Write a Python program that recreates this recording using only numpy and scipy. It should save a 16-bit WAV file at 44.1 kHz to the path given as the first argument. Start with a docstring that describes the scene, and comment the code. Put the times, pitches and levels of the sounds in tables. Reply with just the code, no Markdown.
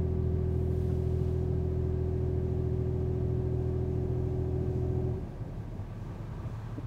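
"""Pressure pump switched off in a car wash bay

A three-plunger pump drones as a stack of shaft-speed tones over flow noise, heard inside an idling car.
Switched off, it runs down in a moment, with a surge of flow noise and a short singing note.
The idle (low wavering tones), cabin rumble and road noise (coloured noise) stay; a thin hiss swells late.
Cloth rustles softly early on in bursts of noise; a few damped knocks come from inside the cabin."""
import sys
import numpy as np
from scipy import signal
from scipy.fft import rfft, irfft
from scipy.io import wavfile
from scipy.ndimage import map_coordinates

SR = 44100
rng = np.random.default_rng(int(sys.argv[2]) if len(sys.argv) > 2 else 0)


def generate_wav(sig):
    """Save sig (samples, or channels by samples) to the path in sys.argv[1] as 16-bit PCM at SR."""
    pcm = np.round(np.clip(np.atleast_2d(sig).T, -1, 1) * 32767).astype(np.int16)
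    wavfile.write(sys.argv[1], SR, pcm)


N = 302785   # length [samples]

# pump tones: (multiple of shaft speed, early level [dB rms], late level [dB rms])
PUMP_TONES = [(6, -33, -35), (9, -36, -35), (12, -42, -45), (15, -46, -46), (18, -56, -61), (19, -66, -62),
              (20, -62, -59), (21, -49, -47), (23, -60, -61), (24, -59, -54), (25, -64, -63),
              (26, -68, -65), (27, -39, -39), (28, -57, -56), (29, -54, -53), (30, -59, -66),
              (31, -64, -67), (32, -67, -67), (35, -68, -69), (36, -59, -59), (38, -65, -63),
              (39, -63, -65), (40, -74, -68), (42, -66, -69), (43, -70, -68), (44, -64, -61),
              (45, -67, -66), (50, -66, -66), (51, -64, -66), (54, -71, -63), (60, -72, -68)]
# mean level of the faint tones on the other high multiples: (frequency [Hz], level [dB rms])
RATTLE_LEVELS = [(420, -70.5), (800, -77), (900, -84), (1250, -99.5)]
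# idle tones: (multiple of the six-firing cycle, level [dB rms], spread of the waver [dB])
ENGINE_TONES = [(6, -48, .7), (7, -56, 3.5), (12, -57, 3.0), (15, -55, 3.0), (18, -44.5, 1.8),
                (24, -57, 3.0), (38, -59, 3.0)]
# soft knocks, each a short shudder of a panel: (time [s], level [dB], frequency [Hz], length [s])
PANEL_KNOCKS = [(.894, -47, 720, .016), (.913, -34, 138, .025), (1.203, -34, 138, .025),
                (5.76, -48, 380, .014), (6.777, -33, 292, .017), (6.845, -35, 105, .02)]
# standing waves in glass and cabin, which colour all noise: (centre [Hz], width [Hz], gain [dB])
CABIN_MODES = [(956, 35, 1.5), (1060, 71, -4.5), (1154, 55, 4), (1242, 30, -7.5), (1298, 23, 4.5),
               (1384, 100, -4.5), (1597, 110, 5.5)]
# strokes of cloth: (start [s], fine level [dB], coarse level [dB], rise [s], hold [s])
CLOTH_STROKES = [(.44, -73.5, -77, .25, 0.089), (.66, -76, -70, .2, .1), (.98, -79.5, -68.5, 0.2, .12)]
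# swells of the hiss: (start [s], level [dB], rise [s], hold [s], 20 dB fall [s])
HISS_SURGES = [(3.8, -76, .25, .35, .5), (4.5, -74, .2, .1, .9), (5.93, -73, .1, .12, .3),
               (6.2, -70.5, .33, .05, .7)]
# one swell of the rumble: (start [s], level [dB], rise [s], hold [s], 20 dB fall [s])
RUMBLE_RISE = (3.5, -44.5, 1.5, 0.4, 2.5)

# Noise spectra, before the cabin colours them: (frequency [Hz], relative level [dB per Hz])
# water flow in the pump
FLOW_SPECTRUM = [(60, -17), (130, 4.5), (200, 5), (300, -7), (420, -9.5), (600, -8.5), (750, -11),
                 (1000, -21), (1600, -43.5)]
# fine part of the cloth rustle: (frequency [Hz], relative level [dB per Hz])
FINE_SPECTRUM = [(3000, -15), (6000, -3), (9000, 0), (15900, -1)]
# coarse part of the cloth rustle: (frequency [Hz], relative level [dB per Hz])
COARSE_SPECTRUM = [(1800, -12), (2800, 0), (4500, -3), (8000, -9), (15900, -20)]
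# thin hiss in two bands: (frequency [Hz], relative level [dB per Hz])
HISS_SPECTRUM = [(1900, -14), (2450, 6), (3000, -9), (4500, -5.5), (6500, -2.5), (7500, -6.5), (9500, -14),
                 (15900, -13.5)]
# tyre roar: (frequency [Hz], relative level [dB per Hz])
ROAD_SPECTRUM = [(500, -16.5), (850, 1.5), (1200, 0), (1500, -9), (1900, -14), (2500, -17), (4500, -24)]
# cabin rumble: (frequency [Hz], relative level [dB per Hz])
RUMBLE_SPECTRUM = [(25, -25.5), (34, -16), (48, -10), (65, -9), (105, -0.5), (150, -5), (190, -11),
                   (240, -17), (350, -15), (500, -24), (650, -23), (800, -34.5)]
# steady upper floor: (frequency [Hz], relative level [dB per Hz])
AIR_SPECTRUM = [(400, -12.5), (800, -2.5), (1050, -1.5), (1300, -8), (2000, -11.5), (3000, -17.5),
                (4500, -22), (6000, -25.5), (9000, -31), (11500, -32), (13500, -35), (15200, -32),
                (16500, -31)]

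# Pump at work
SHAFT_HZ, FIRST_STROKE_S, PLUNGERS = 13.745, .0007, 3
EARLY_S, LATE_S = 1.25, 3.75   # moments of the two level columns of the pump tones
SPREAD = .0182   # phase lag [rad per squared multiple]: higher tones arrive later through the structure
BAY_SHARE, BAY_T60_S = .45, .7   # the bay holds this share of each tone and lets it ring out

# Run-down after the switch: share of full speed lost each second, and how the tones die
SWITCH_OFF_S, SPEED_LOSS_PER_S, SLOWEST_SHARE = 5.1, .96, .65
HIGH_TONES_HZ = 100   # tones above this die first when the pressure drops
HIGH_FALL_DB_PER_S, LOW_HOLD_S, LOW_FALL_DB_PER_S = 214, .15, 450

# Flow noise: steady while pumping, a surge as the pump unloads, later the pressure bleeds away
FLOW_DB, BLEED_HOLD_S, BLEED_DB_PER_S = -49, .79, 23
SURGE_DB, SURGE_RISE_S, SURGE_FALL_S = -44, .049, .33

# The pressure line sings on as the pump unloads
SING_S, SING_DB, SING_RISE_S, SING_HOLD_S, SING_FALL_S = 5.12, -42.5, .042, .025, .013
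SING_HZ, SING_CLIMB_HZ_PER_S = 375, 90

# Six-cylinder idle, which drops a little late on
IDLE_FIRINGS_PER_S, IDLE_SAG_FIRINGS_PER_S, IDLE_SAG_S = 36.63, .35, 5.3

# Surroundings
RUSTLE_FALL_S = .49   # time to lose 20 dB
GUSTS_DB, GUSTS_PER_S = 1.0, 12   # unevenness of rustle, hiss and road noise
HISS_DB, HISS_SETS_IN_S = -78.5, 1.2
ROAD_DB, CAR_DB, CAR_S, CAR_RISE_S = -67.5, -57, 5.61, .86   # far traffic, then a car draws near
RUMBLE_DB, RUMBLE_LUMPS_DB, AIR_DB = -43, 1.5, -60
CUTOFF_HZ = 15950


def from_db(db):
    """Gain of a level in dB."""
    return 10 ** (np.asarray(db) / 20)


def at_hz(points, hz):
    """A level curve read on a log-frequency axis, -120 dB outside its ends."""
    curve_hz, curve_db = np.array(points).T
    return np.interp(np.log(hz), np.log(curve_hz), curve_db, -120, -120)


def since(start_s):
    """Seconds gone by after a moment, nought before it."""
    return np.maximum(np.arange(N) / SR - start_s, 0)


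def swell(start_s, rise_s, hold_s, fall_s):
    """Gain that rises smoothly to one, holds, then loses 20 dB every fall time."""
    rising = np.sin(np.pi / 2 * np.minimum(since(start_s) / rise_s, 1))
    return rising * from_db(-20 * since(start_s + rise_s + hold_s) / fall_s)


def drift(rate):
    """Smooth random wander through rate normal values a second."""
    knots = rng.standard_normal(200)
    return map_coordinates(knots, [np.arange(N) / SR * rate], order=3, mode="wrap")


def tone(db, angle):
    """A sine of the given rms level."""
    return np.sqrt(2) * from_db(db) * np.sin(angle)


def coloured(points):
    """Noise of the given spectrum as the cabin modes colour it, rms 1."""
    hz = np.maximum(np.arange(N // 2 + 1) * SR / N, 1)
    db = at_hz(points, hz)
    for centre_hz, width_hz, gain_db in CABIN_MODES:
        db = db + gain_db / (1 + (2 * (hz - centre_hz) / width_hz) ** 2)
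    noise = irfft(rfft(rng.standard_normal(N)) * from_db(db), N)
    return noise / np.std(noise)


def gusty(gain, spectrum):
    """Noise under a gain, coming unevenly."""
    return gain * from_db(GUSTS_DB * drift(GUSTS_PER_S)) * coloured(spectrum)


def pump_tones():
    """Strokes of the plungers line up as pulses; unequal plungers fill in the multiples between."""
    t, off = since(0), since(SWITCH_OFF_S)
    speed = np.maximum(1 - SPEED_LOSS_PER_S * off, SLOWEST_SHARE)
    angle = 2 * np.pi * SHAFT_HZ * (np.cumsum(speed) / SR - FIRST_STROKE_S)
    held_angle = 2 * np.pi * SHAFT_HZ * (t - FIRST_STROKE_S)   # echoes keep the pitch of full speed
    low_fall_db = -LOW_FALL_DB_PER_S * since(SWITCH_OFF_S + LOW_HOLD_S)
    high_fall_db = -HIGH_FALL_DB_PER_S * off
    echo_fall_db = -60 * off / BAY_T60_S
    progress = (t - off - EARLY_S) / (LATE_S - EARLY_S)   # stands still after the switch

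    out, listed = 0, []
    for multiple, early_db, late_db in PUMP_TONES:
        k = round(multiple)
        listed.append(k)
        # multiples of the plunger count share one phase, the rest fall at random
        phase = rng.uniform(0, 2 * np.pi) * (k % PLUNGERS > 0) - np.pi / 2 - SPREAD * k ** 2
        db = early_db + (late_db - early_db) * progress + .37 * drift(2.7)
        fall_db = high_fall_db if k * SHAFT_HZ > HIGH_TONES_HZ else low_fall_db
        out = out + (1 - BAY_SHARE) * tone(db + fall_db, k * angle + phase)
        out = out + BAY_SHARE * tone(db + echo_fall_db, k * held_angle + phase)

    for k in range(31, 90):   # faint rattle on the multiples not listed
        scatter_db, phase = rng.normal(0, 3.9), rng.uniform(0, 2 * np.pi)
        if k not in listed:
            db = at_hz(RATTLE_LEVELS, k * SHAFT_HZ) + scatter_db
            out = out + tone(db + high_fall_db, k * angle + phase)
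    return out


def pump_flow():
    """Flow noise holds past the switch, then fades as pressure bleeds away; the surge adds its power."""
    steady = from_db(FLOW_DB - BLEED_DB_PER_S * since(SWITCH_OFF_S + BLEED_HOLD_S))
    surge = from_db(SURGE_DB) * swell(SWITCH_OFF_S, SURGE_RISE_S, 0, SURGE_FALL_S)
    return np.hypot(steady, surge) * coloured(FLOW_SPECTRUM)


def pressure_line():
    """A short climbing note near the pump's strongest high tone."""
    hz = SING_HZ + SING_CLIMB_HZ_PER_S * since(SING_S)
    note = tone(SING_DB, 2 * np.pi * np.cumsum(hz) / SR)
    return swell(SING_S, SING_RISE_S, SING_HOLD_S, SING_FALL_S) * note


def engine():
    """Low tones of the idle, locked to the firing cycle, each wavering in level on its own."""
    firings = IDLE_FIRINGS_PER_S - IDLE_SAG_FIRINGS_PER_S * (since(IDLE_SAG_S) > 0)
    cycle = 2 * np.pi * np.cumsum(firings) / SR / 6   # six firings to a cycle
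    out = 0
    for multiple, db, waver_db in ENGINE_TONES:
        phase = rng.uniform(0, 2 * np.pi)
        out = out + tone(db + waver_db * drift(3.6), round(multiple) * cycle + phase)
    return out


def knocks():
    """A few cycles with overtones, starting fast and damped at the end."""
    out = np.zeros(N)
    for start_s, db, hz, length_s in PANEL_KNOCKS:
        t = np.arange(round(2 * length_s * SR)) / SR
        shape = (1 - np.exp(-t / .001)) / (1 + (t / length_s) ** 8)
        angle = 2 * np.pi * hz * t
        ring = np.sin(angle) + .3 * np.sin(1.5 * angle) + .25 * np.sin(2 * angle)
        start = round(start_s * SR)
        out[start:][:len(t)] += (from_db(db) * shape * ring)[:N - start]
    return out


def rustle():
    """Each stroke of cloth stirs a fine and a coarse noise in its own mix; strokes add in power."""
    fine_power, coarse_power = 0, 0
    for start_s, fine_db, coarse_db, rise_s, hold_s in CLOTH_STROKES:
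        shape = swell(start_s, rise_s, hold_s, RUSTLE_FALL_S)
        fine_power = fine_power + (from_db(fine_db) * shape) ** 2
        coarse_power = coarse_power + (from_db(coarse_db) * shape) ** 2
    return gusty(np.sqrt(fine_power), FINE_SPECTRUM) + gusty(np.sqrt(coarse_power), COARSE_SPECTRUM)


def hiss():
    """A steady hiss sets in; the swells add their power to it."""
    power = (from_db(HISS_DB) * swell(0, HISS_SETS_IN_S, 0, np.inf)) ** 2
    for start_s, db, *shape in HISS_SURGES:
        power = power + (from_db(db) * swell(start_s, *shape)) ** 2
    return gusty(np.sqrt(power), HISS_SPECTRUM)


def cabin_rumble():
    """Lumpy low noise with one slow swell added in power."""
    start_s, db, *shape = RUMBLE_RISE
    level = np.hypot(from_db(RUMBLE_DB), from_db(db) * swell(start_s, *shape))
    return level * from_db(RUMBLE_LUMPS_DB * drift(7.0)) * coloured(RUMBLE_SPECTRUM)


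def road():
    """Tyre roar beyond the open door: far traffic, plus the power of a car that draws near."""
    car = from_db(CAR_DB) * swell(CAR_S, CAR_RISE_S, 0, np.inf)
    return gusty(np.hypot(from_db(ROAD_DB), car), ROAD_SPECTRUM)


def air():
    """The steady upper floor of noise."""
    return from_db(AIR_DB) * coloured(AIR_SPECTRUM)


def scene():
    """Everything as it reaches the cabin, one channel."""
    machines = pump_tones() + pump_flow() + pressure_line() + engine()
    close_by = knocks() + rustle()
    background = hiss() + cabin_rumble() + road() + air()
    return (machines + close_by + background)[None]


def record(dry):
    """A steep low-pass, already settled at the start, cuts the top."""
    sos = signal.cheby2(24, 60, CUTOFF_HZ, fs=SR, output="sos")
    settled = signal.sosfilt_zi(sos) * dry[0, 0]
    return signal.sosfilt(sos, dry[0], zi=settled)[0][None]


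dry = scene()
out = record(dry)
generate_wav(out)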